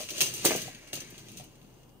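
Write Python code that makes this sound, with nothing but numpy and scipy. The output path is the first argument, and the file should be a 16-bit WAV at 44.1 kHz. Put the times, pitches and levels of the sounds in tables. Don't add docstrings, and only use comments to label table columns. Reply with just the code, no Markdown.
import sys
import numpy as np
from scipy import signal
from scipy.fft import rfft, irfft
from scipy.io import wavfile

SR = 44100
rng = np.random.default_rng(int(sys.argv[2]) if len(sys.argv) > 2 else 0)


def to_wav(s):
    ch = np.atleast_2d(s).T
    pcm = np.round(np.clip(ch, -1, 1) * 32767)
    wavfile.write(sys.argv[1], SR, pcm.astype(np.int16))


N = 88200


def amp(db):
    return 10 ** (np.asarray(db) / 20)


def unit_rms(x):
    return x / np.sqrt(np.mean(x ** 2) + 1e-20)


def read(points, hz):
    f, value = np.transpose(points)
    return np.interp(np.log(hz + 1), np.log(f + 1), value)


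def minimum_phase(db, size=1024):
    log_gain = np.log(amp(np.concatenate([db, db[-2:0:-1]])))
    phase = -signal.hilbert(log_gain).imag
    return np.fft.ifft(np.exp(log_gain + 1j * phase)).real[:size]


def ring(modes, size=6000):
    t = np.arange(size) / SR
    x = np.zeros(size)
    for hz, db, t60_s in modes:
        x += amp(db - 60 * t / max(t60_s, .005)) * np.sin(2 * np.pi * hz * t)
    return x / np.linalg.norm(x)


def taps(per_s, spread_db, size=N):
    rise_db = spread_db * np.minimum(rng.exponential(1, size), 4)
    height = amp(rise_db) * rng.choice([-1., 1.], size)
    return unit_rms(height * (rng.random(size) < per_s / SR))


def paired(draw, apart):
    common, share = draw(), np.clip(apart, 0, 1)
    return np.array([np.sqrt(1 - share ** 2) * common + share * draw() for ear in range(2)])


def fuzzy(peaks):
    hz = np.fft.rfftfreq(N, 1 / SR)
    shape = sum(amp(db) / (1 + (2 * (hz - f) / width_hz) ** 2) for f, width_hz, db in peaks)
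    return unit_rms(irfft(rfft(rng.standard_normal(N)) * shape, N))


def add(mix, start_s, sound):
    start = round(start_s * SR)
    part = mix[..., start:start + sound.shape[-1]]
    part += sound[..., :part.shape[-1]]


def blow(body, first_db, after_db, after, t60_s, hold_s, skid_s):
    t = np.arange(after.shape[-1]) / SR
    flurry = after * amp(after_db - 60 * np.maximum(t - hold_s, 0) / max(t60_s, .01))
    skid = rng.choice([-1., 1.], len(t)) * np.exp(-t / skid_s)
    contact = amp(first_db) / abs(body).max() * skid / np.linalg.norm(skid)
    return signal.fftconvolve(flurry + contact, body[None], axes=1)


# (time [s], wheel rattle [dB], track rumble [dB], low drone [dB], tyre whirr [dB],
# rumble centre [Hz])
ROLLING = [(0.0, -39, -49, -55, -68, 547), (0.071, -48.5, -64, -58, -75, 324),
           (0.111, -48.5, -50.5, -61, -63, 350), (0.17, -38, -50, -55, -80, 394),
           (0.21, -39, -43.5, -62, -72, 400), (0.28, -39.5, -48.5, -49.5, -54, 383),
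           (0.33, -44.5, -50.5, -53, -63, 326), (0.42, -40.5, -51, -52, -67, 347),
           (0.47, -36, -42, -41, -45, 343), (0.52, -34, -80, -72, -34.5, 505),
           (0.549, -39.5, -50, -44, -47.5, 500), (0.6, -41, -48, -52, -46, 363),
           (0.63, -45.5, -48.5, -47, -56, 283), (0.68, -47.5, -63, -49, -54.5, 400),
           (0.75, -54.5, -60.5, -59.5, -57, 288), (0.92, -60, -60.5, -66, -62, 414),
           (0.94, -41.5, -68, -48.5, -68, 402), (1.02, -53.5, -53, -54.5, -59, 251),
           (1.15, -55.5, -59, -57, -60.5, 267), (1.29, -56, -56, -55.5, -67, 247),
           (1.38, -54.5, -54, -49.5, -70, 223), (1.44, -60.5, -57, -55.5, -76, 277),
           (1.61, -70, -75, -60.5, -74, 266), (1.66, -68, -74, -55, -77, 215),
           (1.8, -68.5, -61, -60, -76, 304), (2.0, -81.5, -75, -57.5, -93, 229)]


def curve(column):
    return np.interp(np.arange(N) / SR, [r[0] for r in ROLLING], [r[column] for r in ROLLING])


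# (frequency [Hz], relative level [dB per Hz])
CAR_TICK = [(530, -42), (900, -6.5), (1400, -10), (2190, -2), (2700, 4), (3300, 1.5), (5000, -2.5),
            (6200, -0.5), (7500, -3.5), (8800, -5.5), (10600, -10.5), (13000, -11), (15000, -6.5),
            (17000, -20)]
# (frequency [Hz], relative level [dB], t60 [s])
CAR_RINGS = [(2260, -15.5, 0.013), (2652, -11.5, 0.026), (2879, 6.5, 0.028), (3400, 1.5, 0.0115),
             (4190, -2.5, 0.0091), (5050, 6, 0.0033), (5840, -17, 0.0067), (6230, 0, 0.03),
             (6496, 2.5, 0.017), (7090, 0, 0.012), (8910, -9.5, 0.015)]
CAR_RING_DB = -5
RING_SPREAD_DB, RING_SPREAD_RATIO = 3.0, .015


def car_body(tilt_db_per_oct):
    hz = np.fft.rfftfreq(2048, 1 / SR)
    lean = lambda f: tilt_db_per_oct * np.log2(np.clip(f, 500, 16000) / 5000)
    tick = minimum_phase(read(CAR_TICK, hz) + lean(hz))
    modes = []
    for f, db, t60_s in CAR_RINGS:
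        detune, lift = rng.standard_normal(2)
        modes.append((f * (1 + RING_SPREAD_RATIO * detune), db + RING_SPREAD_DB * lift + lean(f), t60_s))
    body = amp(CAR_RING_DB) * ring(modes, size=2000)
    body[:len(tick)] += tick / np.linalg.norm(tick)
    return body / np.linalg.norm(body)


RATTLE_PER_S, RATTLE_SPREAD_DB = 5000, 3.0
TICKS_PER_S, TICK_SPREAD_DB, TICKS_RE_RATTLE_DB = 350, 3.5, -7
CAR_APART = .85


def wheel_rattle():
    out = np.zeros((2, N))
    for wheel in range(4):
        rattle = paired(lambda: taps(RATTLE_PER_S / 4, RATTLE_SPREAD_DB), CAR_APART)
        ticks = amp(TICKS_RE_RATTLE_DB) * taps(TICKS_PER_S / 4, TICK_SPREAD_DB)
        drive = amp(curve(column=1)) * (rattle + ticks)
        out += signal.oaconvolve(drive, car_body(0)[None], axes=1)[:, :N] / 2
    return out


# (frequency [Hz], relative level [dB], t60 [s])
TRACK_RINGS = [(164.6, -11, 0.089), (209, -6, 0.048), (256, -10.5, 0.091), (317, -6, 0.048),
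               (352.6, 3.5, 0.041), (414, 2, 0.025), (503, -1.5, 0.029), (580, -3.5, 0.046),
               (626, 3.5, 0.03), (704, 1, 0.03), (887, 8.5, 0.0059), (1034, 5, 0.0123), (1250, 4.5, 0.017),
               (1700, 6, 0.009)]
TRACK_SPREAD_RATIO, TRACK_LONGEST_S = .035, .042


def track_piece():
    detune = rng.standard_normal(len(TRACK_RINGS))
    return [(f * (1 + TRACK_SPREAD_RATIO * d), db, min(t60_s, TRACK_LONGEST_S))
            for (f, db, t60_s), d in zip(TRACK_RINGS, detune)]


RING_FALL_DB = -9


def near(hz, centre_hz, width_oct):
    distance = np.log2(hz / centre_hz) / max(width_oct, .1)
    return RING_FALL_DB * np.minimum(distance ** 2, 4.5)


CARPET_HZ = 135


def carpet_damped(x):
    return signal.sosfilt(signal.butter(3, CARPET_HZ, "high", fs=SR, output="sos"), x)


BUMPS_PER_S, BUMP_SPREAD_DB = 1500, 2.0
TRACK_APART = 0.27
RUMBLE_WIDTH_OCT = 1
LOADED_RING = .6


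def track_rumble():
    out = np.zeros((2, N))
    centre_hz = curve(column=5)
    for wheel in range(4):
        bumps = paired(lambda: taps(BUMPS_PER_S / 4, BUMP_SPREAD_DB), TRACK_APART)
        bumps *= amp(curve(column=2)) / 2
        for k, (f, db, t60_s) in enumerate(track_piece()):
            drive = bumps * amp(db + near(f, centre_hz, RUMBLE_WIDTH_OCT))
            mode = (-1) ** k * ring([(f, 0, LOADED_RING * t60_s)], size=2500)
            out += signal.oaconvolve(drive, mode[None], axes=1)[:, :N]
    return carpet_damped(out)


# (frequency [Hz], width [Hz], relative level [dB])
TYRE_PEAKS = [(1627, 150, 0.5), (2180, 830, 3.5)]


def whirr():
    return amp(curve(column=4)) * fuzzy(TYRE_PEAKS)


# (frequency [Hz], width [Hz], relative level [dB])
DRONE_PEAKS = [(116, 36, 2.5), (147.7, 50, -2), (206, 100, -6.5), (275, 140, -9)]
DRONE_APART = 0.25


def drone():
    return amp(curve(column=3)) * paired(lambda: fuzzy(DRONE_PEAKS), DRONE_APART)


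# (frequency [Hz], relative level [dB per Hz])
HUSH = [(20, -10), (45, -23), (65, -12), (100, -4), (130, -23.5), (260, -4), (400, -6), (600, -10.5),
        (900, -14), (1400, -21.5), (2000, -27.5), (2550, -32), (2870, -17), (3200, -25.5), (3700, -30),
        (5200, -30), (6300, -37), (7500, -27.5), (11000, -32.5), (15500, -28)]
# (frequency [Hz], likeness [-1 to 1])
HUSH_LIKENESS = [(60, 0.85), (240, 0.1), (950, 0.64), (3770, -0.35), (15000, -0.78)]
AIR_RMS_DB = -60


def air():
    hz = np.fft.rfftfreq(N, 1 / SR)
    a, b = rfft(rng.standard_normal((2, N)))
    same = np.clip(read(HUSH_LIKENESS, hz), -1, 1)
    pair = np.array([a, same * a + np.sqrt(1 - same ** 2) * b])
    shape = amp(read(HUSH, hz)) * (hz > 15)
    return amp(AIR_RMS_DB) * unit_rms(irfft(pair * shape, N))


HUM_HZ, HUM_RMS_DB = 33.8, -65.5


def house_hum():
    t = np.arange(N) / SR
    return amp(HUM_RMS_DB) * np.sqrt(2) * np.sin(2 * np.pi * (HUM_HZ * t + rng.random()))


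# (time [s], first contact drive [dB], chatter drive [dB], chatter t60 [s],
# brightness [dB per octave])
CLACK_EVENTS = [(.0014, -49, -41, 0.34, 3.5), (0.089, -23.5, -36.5, 0.026, -1),
                (0.095, -49, -34, 0.023, 0.5), (.1040, -33, -32, 0.089, 2.5), (0.1807, -32, -31, 0.055, 3),
                (0.194, -37, -37, .05, 4), (0.2066, -4.5, -19, 0.045, 2), (0.2128, -20, -17, 0.051, 1),
                (0.2182, -10, -21, 0.03, 6), (0.2223, -12, -25, 0.021, 7), (0.227, -28, -26.5, 0.23, 2.5),
                (0.2609, -28, -34, 0.21, 2.5), (0.3384, -18.5, -35, 0.21, 5), (.4450, -26, -28.5, 0.1, 6),
                (0.4507, -2, -18, 0.16, 6), (0.456, -6, -22, 0.018, -0.5), (.4620, -5, -24, 0.17, -0.5),
                (0.513, -24, -35, 0.062, 6), (0.522, -33, -38, 0.71, 2.5), (0.5603, -16.5, -29.5, 0.069, 6),
                (0.6179, -28, -33.5, 0.07, 3.5), (0.678, -28, -53, 0.061, 3), (0.7492, -30, -46, 0.041, 0),
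                (0.831, -52, -64, 0.029, -15), (0.873, -54, -50, 0.16, 0.5),
                (0.9309, -24, -27, 0.016, -0.5), (0.9334, -14, -56, 0.1, 5), (.9402, -27, -33, 0.044, 23),
                (0.954, -33, -34.5, 0.085, 4.5), (.9660, -44, -43.5, 0.31, -3.5),
                (1.0045, -20.5, -39, 0.056, 4), (1.0196, -26, -47, 0.073, -0.5),
                (1.1022, -47, -47.5, 0.068, 7.5), (1.143, -40, -67, 0.055, -7),
                (1.1800, -28.5, -48.5, 0.15, 2.5), (1.2854, -32, -50, 0.15, 1),
                (1.3168, -35, -52, 0.074, 7), (1.364, -49, -60, .1, 7), (1.3715, -26, -42.5, 0.12, 3),
                (1.38, -46, -49.5, 0.2, 4), (1.398, -52, -50.5, 0.18, -1), (1.4402, -33, -51, .06, 7.5),
                (1.555, -48, -60, .06, 0.5), (1.616, -41.5, -70, .04, -1.5), (1.6294, -42.5, -70, .04, 4),
                (1.643, -54, -60.5, 0.053, -5), (1.833, -52, -61.5, .04, -1), (1.893, -52, -64, 0.044, -1)]
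CHATTER_PER_S, CHATTER_SPREAD_DB = 5000, 1.5
CHATTER_HOLD_SHARE = 0.0067
CRACK_S = .0005


def clacks():
    out = np.zeros((2, N))
    for start_s, first_db, chatter_db, t60_s, tilt_db_per_oct in CLACK_EVENTS:
        chatter = paired(lambda: taps(CHATTER_PER_S, CHATTER_SPREAD_DB, size=8000), CAR_APART)
        hold_s = CHATTER_HOLD_SHARE * t60_s
        body = car_body(tilt_db_per_oct)
        add(out, start_s, blow(body, first_db, chatter_db, chatter, t60_s, hold_s, CRACK_S))
    return out


# (frequency [Hz], t60 [s])
ROOM_DECAY = [(150, .14), (500, .11), (2000, .1), (6000, .08), (15000, .06)]
ROOM_DELAY_S, ROOM_MONO_HZ = .002, 407


def room(x):
    size = SR // 2
    echo = rng.choice([-1., 1.], (2, size)) * (rng.random((2, size)) < 4000 / SR)
    hz, t, z = signal.stft(echo, SR, nperseg=128)
    same = 1 / (1 + (hz[:, None] / ROOM_MONO_HZ) ** 2)
    z = np.array([z[0], same * z[0] + np.sqrt(1 - same ** 2) * z[1]])
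    decay = amp(-60 * t / np.maximum(read(ROOM_DECAY, hz), .03)[:, None])
    tail = signal.istft(z * decay, SR, nperseg=128)[1]
    tail = tail / np.linalg.norm(tail, axis=1, keepdims=True)
    tail = np.pad(tail, ((0, 0), (round(ROOM_DELAY_S * SR), 0)))
    return signal.fftconvolve(x[None], tail, axes=1)[:, :N]


PLACES_PER_S = 9


def moving_echoes(x):
    t = np.arange(N) / SR
    out = np.zeros((2, N))
    for k in range(3):
        turn = np.sqrt(2 / 3) * np.cos(np.pi * (PLACES_PER_S * t + k) / 3)
        out += room(x * turn)
    return out


# (time [s], contact drive before trim [dB], rumble t60 [s], ring centre [Hz],
# ring width [octaves])
THUMP_EVENTS = [(.004, -34.5, 0.057, 640, 0.33), (.104, -42, 0.11, 400, 0.21),
                (.118, -35.5, 0.21, 360, 0.085), (0.179, -28.5, 0.027, 426, 0.27),
                (.207, -29, 0.092, 530, 0.26), (.219, -26.5, 0.16, 408, 0.082),
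                (0.4448, -19, 0.043, 446, 0.94), (.4497, -11, 0.031, 665, 1.5),
                (0.456, -15, 0.15, 350, 0.25), (0.465, -19, 0.042, 504, 0.44),
                (0.4748, -29, 0.036, 420, 0.37), (0.487, -25, 0.051, 380, 0.28),
                (.508, -16, 0.086, 516, 1.7), (.5125, -18.5, 0.059, 657, 0.33),
                (.518, -19.5, 0.053, 620, 0.63), (0.551, -22, 0.038, 483, 0.52),
                (0.591, -38, 0.042, 234.8, 0.34), (0.654, -28.5, 0.038, 335, 1.4),
                (.68, -32.5, 0.047, 770, 0.12), (0.743, -36.5, 0.093, 250, 0.3),
                (.9315, -35.5, 0.01, 606, 0.37), (0.9348, -21, 0.024, 480, 0.93),
                (0.947, -34.5, .04, 165, 0.33), (0.953, -35, 0.06, 347, 0.35), (.975, -35, 0.15, 300, 1),
                (1.018, -39, 0.077, 294, 0.72), (1.125, -39, 0.054, 262, 0.21),
                (1.174, -44, 0.076, 270, 0.8), (1.285, -44, .06, 250, 0.38), (1.362, -32, 0.037, 205, 0.22),
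                (1.399, -40.5, 0.12, 742, 0.19)]
THUMP_TRIM_DB, AFTER_BUMPS_DB = -2, -12.5
PUSH_S = .00005


def thumps():
    out = np.zeros((2, N))
    for start_s, db, t60_s, centre_hz, width_oct in THUMP_EVENTS:
        modes = [(f, g + near(f, centre_hz, width_oct), d) for f, g, d in track_piece()]
        after = paired(lambda: taps(BUMPS_PER_S, BUMP_SPREAD_DB, size=9000), TRACK_APART)
        body = ring(modes, size=2500)
        add(out, start_s, blow(body, db + THUMP_TRIM_DB, db + AFTER_BUMPS_DB, after, t60_s, 0, PUSH_S))
    return carpet_damped(out)


ECHO_RE_DIRECT_DB = -4


def scene():
    toy = wheel_rattle() + clacks() + track_rumble() + thumps() + whirr()
    hum = house_hum()
    echoes = moving_echoes(toy.mean(0))
    toy_in_room = (toy + amp(ECHO_RE_DIRECT_DB) * echoes) / np.sqrt(1 + amp(2 * ECHO_RE_DIRECT_DB))
    return toy_in_room + drone() + air() + hum


# (frequency [Hz], left minus right [dB])
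PORT_DIFFERENCE = [(60, 1), (300, 3), (1200, 2), (1800, -1.5), (3000, 2), (4500, 3.5), (6200, 7.5),
                   (7300, 4.5), (8800, -14), (11000, -5.5), (15000, -5.5)]
LEFT_LAG_S, EDGE_HZ = .0001, 15650


def record(dry):
    hz = np.fft.rfftfreq(4096, 1 / SR)
    ports = np.array([minimum_phase(side * read(PORT_DIFFERENCE, hz)) for side in (.5, -.5)])
    wet = signal.oaconvolve(dry, ports, axes=1)[:, :N]
    lag = np.exp(-2j * np.pi * np.fft.rfftfreq(N, 1 / SR) * LEFT_LAG_S)
    wet[0] = irfft(rfft(wet[0]) * lag, N)
    low_pass = signal.firwin(401, EDGE_HZ, window=("kaiser", 9), fs=SR)
    return signal.oaconvolve(wet, low_pass[None], "same")


dry = scene()
out = record(dry)
to_wav(out)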